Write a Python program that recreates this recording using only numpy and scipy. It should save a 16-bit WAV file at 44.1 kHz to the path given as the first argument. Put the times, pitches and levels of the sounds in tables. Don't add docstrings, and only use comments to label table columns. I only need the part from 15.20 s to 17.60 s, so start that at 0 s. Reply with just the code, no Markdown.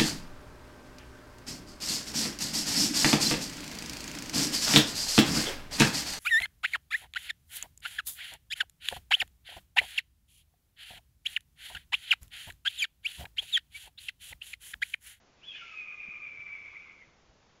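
import sys
import numpy as np
from scipy import signal
from scipy.fft import rfft, irfft
from scipy.io import wavfile
from scipy.ndimage import uniform_filter1d

SR = 44100
rng = np.random.default_rng(int(sys.argv[2]) if len(sys.argv) > 2 else 0)


def put_to_file(sound):
    columns = np.atleast_2d(sound).T
    safe = np.clip(columns, -1, 1)
    whole_steps = np.round(safe * 32767)
    wavfile.write(sys.argv[1], SR, whole_steps.astype(np.int16))


N = 105840
T = np.arange(N) / SR


# time_s, pitch_hz
PITCH = [(.215, 1248), (.24, 1452), (.258, 1684), (.283, 1695), (.30, 1644), (.335, 1625), (.355, 1725),
         (.38, 1695), (.418, 1389), (.53, 1298), (.60, 1257), (.69, 1226), (.88, 1208), (1.08, 1200),
         (1.2, 1161), (1.35, 1153), (1.46, 1148), (1.57, 1131), (1.76, 1140), (1.83, 1050)]
# time_s, roughness (0-1)
HOARSENESS = [(.22, 1.0), (.255, .9), (.28, .25), (.335, .25), (.38, .7), (.42, .2), (.6, .25), (.72, .6),
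              (1.1, .6), (1.3, .45), (1.45, .9), (1.85, 1.0)]
# centre_s, half_width_s, gain_db
CATCHES = [(0.633, 0.011, -4), (.763, 0.015, -8), (0.828, 0.0018, -16.5), (1.239, 0.013, -12),
           (1.383, 0.0014, -12.5), (1.4, 0.0046, -6), (1.53, 0.011, -9)]

def hawk():
    pitch, hoarse = in_time(PITCH), in_time(HOARSENESS)
    jitter = .04 * hoarse * drift(rate_hz=110)
    waver = .00304 * drift(rate_hz=29.93)
    bend = 1 + jitter + waver
    phase = turning(pitch * bend)
    shimmer = np.sqrt(2) * unit_rms(from_db(drift(rate_hz=130)))
    voice = shimmer * (ringing_note(phase) + cracks(bend)) + rasp(pitch)
    flutter = unit_rms(from_db(3.5 * np.tanh(drift(rate_hz=120))))
    catches = from_db(sum(db * swell(s, width) for s, width, db in CATCHES))
    return flutter * catches * voice + fundamental(phase, hoarse) + breath()


# time_s, level_db
NOTE_LEVEL = [(.2, -75.5), (.243, -51), (.268, -54.5), (.284, -41.5), (.325, -41.5), (.345, -51),
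              (.37, -57), (.42, -68.5), (.54, -49.5), (.575, -44), (.61, -39), (.64, -44.5), (.69, -43.5),
              (.81, -41), (1.0, -46), (1.06, -40), (1.15, -47.5), (1.23, -42.5), (1.27, -41.5), (1.34, -42),
              (1.4, -48.5), (1.46, -45), (1.51, -52), (1.555, -45.5), (1.6, -50), (1.77, -62.5),
              (1.82, -54.5), (1.89, -93)]
# harmonic_number, level_db
OVERTONES = [(3, -34), (4, -44)]

def ringing_note(phase):
    overtones = sum(from_db(db) * np.sin(k * phase) for k, db in OVERTONES)
    return envelope(NOTE_LEVEL) * (np.sin(2 * phase) + overtones)


# centre_s, half_width_s, pitch_hz, level_db
CRACKS = [(.29, 0.012, 2520, -54.5), (0.32, 0.0041, 2650, -41.5), (0.349, 0.016, 2510, -45),
          (.36, 0.019, 3020, -48.5), (.405, 0.012, 2860, -65)]

def cracks(bend):
    return sum(from_db(db) * swell(s, width) * np.sin(turning(hz * bend)) for s, width, hz, db in CRACKS)


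# time_s, level_db
RASP_LEVEL = [(.2, -82), (.24, -60), (.3, -56), (.345, -49.5), (.4, -45), (.44, -49), (.52, -48.5),
              (.62, -48.5), (1.0, -50.5), (1.47, -51.5), (1.56, -51.5), (1.6, -55.5), (1.71, -52.5),
              (1.78, -63.5), (1.83, -60), (1.92, -71.5)]
# frequency_hz, gain_db
THROAT = [(900, -23), (1300, -1), (1650, -2.5), (1970, -19), (2070, 1), (2550, 2.5), (2740, -8), (2930, -3),
          (3200, -16), (3450, -7.5), (3700, -22.5), (4100, -20.5)]

def rasp(pitch, spread_hz=420, below_hz=70):
    centre = turning(2 * pitch - below_hz)
    band = drift(spread_hz) * np.cos(centre) + drift(spread_hz) * np.sin(centre)
    band = coloured(band, THROAT)
    running_rms = np.sqrt(uniform_filter1d(band ** 2, size=1100) + 1e-12)
    return envelope(RASP_LEVEL) * band / running_rms


# time_s, level_db
FUNDAMENTAL_LEVEL = [(.2, -84), (.235, -62), (.26, -89), (.32, -78.5), (.36, -52.5), (.408, -59),
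                     (.42, -46.5), (.452, -59), (.468, -69), (.495, -53), (.51, -66), (.52, -54.5),
                     (.545, -53.5), (.565, -71.5), (.65, -66), (.68, -59), (.78, -66), (.98, -65.5),
                     (1.05, -62.5), (1.13, -69.5), (1.42, -65.5), (1.6, -68.5), (1.88, -72.5)]

def fundamental(phase, hoarse, scatter_rad=1.7, surge_db=4):
    scatter = hoarse * scatter_rad * drift(rate_hz=90)
    surges = from_db(hoarse * surge_db * drift(rate_hz=30))
    return surges * envelope(FUNDAMENTAL_LEVEL) * np.sqrt(2) * np.sin(phase + scatter)


# time_s, level_db
BREATH_LEVEL = [(.2, -72), (.25, -62.5), (.31, -63), (.36, -56), (.5, -58), (.61, -61), (.66, -68.5),
                (1.0, -72.5), (1.4, -69), (1.51, -65), (1.56, -70), (1.62, -67), (1.8, -75), (1.9, -78)]
# frequency_hz, gain_db
BREATH_COLOUR = [(600, -17.5), (1200, -14), (1600, 5), (2500, -7), (3500, 4.5), (3950, -3.5), (4250, -2),
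                 (5300, -2.5), (7200, -12)]

def breath():
    return envelope(BREATH_LEVEL) * unit_rms(coloured(rng.standard_normal(N), BREATH_COLOUR))


# delay_s, gain_db
ECHOES = [(.01177, -10), (.01144, -17)]
# centre_hz, gain_db
RIDGES = [(1239, 0.5), (1309, -11.5), (1377, -4.5), (1660, -13.5), (2066, 1.5), (2180, -1.5), (2325, 0),
          (2431, -5), (2540, -9.5), (2840, 3.5), (3064, -5), (3150, 5), (3245, -2.5), (3420, 4.5)]

def among_trees(cry, ridge_width_hz=24, tail_t60_s=.25, tail_db=-11):
    echoes = sum(from_db(db) * np.interp(T - s, T, cry, left=0) for s, db in ECHOES)
    ridges = sum(from_db(db) * signal.lfilter(*signal.iirpeak(hz, hz / ridge_width_hz, fs=SR), cry)
                 for hz, db in RIDGES)
    tail = rng.standard_normal(N) * from_db(-60 * T / tail_t60_s) * (T > ECHOES[0][0])
    scattered = signal.fftconvolve(cry, tail / np.linalg.norm(tail))[:N]
    return cry + echoes + ridges + from_db(tail_db) * scattered


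# frequency_hz, gain_db
LEAF_COLOUR = [(20, -2.5), (60, -2), (120, -3.5), (250, -5), (500, -6.5), (1000, -9.5), (1600, -12.5),
               (3000, -16), (3800, -16.5), (4000, -16.5), (4200, -18), (6300, -18.5), (7200, -23.5)]

def leaves(level_db=-64):
    return from_db(level_db) * unit_rms(coloured(rng.standard_normal(N), LEAF_COLOUR))


# centre_s, half_width_s, pitch_hz, level_db
PUFFS = [(0.889, 0.012, 156, -59), (1.19, 0.014, 77, -63.5), (1.302, 0.074, 60, -68.5),
         (1.879, 0.012, 111.5, -62.5), (2.104, .025, 67, -64)]

def wind(level_db=-78.5, swing_db=1.5):
    breeze = from_db(level_db - swing_db * drift(rate_hz=6)) * rumble(hz=71)
    puffs = sum(from_db(db) * swell(s, width) * rumble(hz) for s, width, hz, db in PUFFS)
    return breeze + puffs


def rumble(hz):
    band = signal.butter(2, [hz / 2, hz * np.sqrt(2)], "band", fs=SR, output="sos")
    return unit_rms(signal.sosfilt(band, rng.standard_normal(N)))


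def from_db(db):
    return 10 ** (np.asarray(db) / 20)


def unit_rms(x):
    return x / np.sqrt(np.mean(x ** 2) + 1e-20)


def in_time(rows):
    return np.interp(T, *np.transpose(rows))


def envelope(rows):
    outside_s = np.maximum(rows[0][0] - T, 0) + np.maximum(T - rows[-1][0], 0)
    return from_db(in_time(rows)) * np.exp(-20 * outside_s)


def swell(centre_s, half_width_s):
    return np.exp(-((T - centre_s) / half_width_s) ** 2)


def coloured(x, curve):
    hz, db = np.transpose(curve)
    bins = np.maximum(np.fft.rfftfreq(N, 1 / SR), 1)
    return irfft(rfft(x) * from_db(np.interp(np.log(bins), np.log(hz), db)), N)


def drift(rate_hz):
    pole = np.exp(-2 * np.pi * rate_hz / SR)
    return unit_rms(signal.lfilter([1], [1, -2 * pole, pole * pole], rng.standard_normal(N + SR))[SR:])


def turning(hz):
    return 2 * np.pi * np.cumsum(hz) / SR


def scene(cry_gain_db=-3.5):
    return (from_db(cry_gain_db) * among_trees(hawk()) + leaves() + wind())[None]


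def record(dry, notch_hz=3993, cutoff_hz=7250):
    notched = signal.lfilter(*signal.iirnotch(notch_hz, Q=47, fs=SR), dry)
    return signal.sosfilt(signal.ellip(12, .2, 70, cutoff_hz, fs=SR, output="sos"), notched)


dry = scene()
out = record(dry)
put_to_file(out)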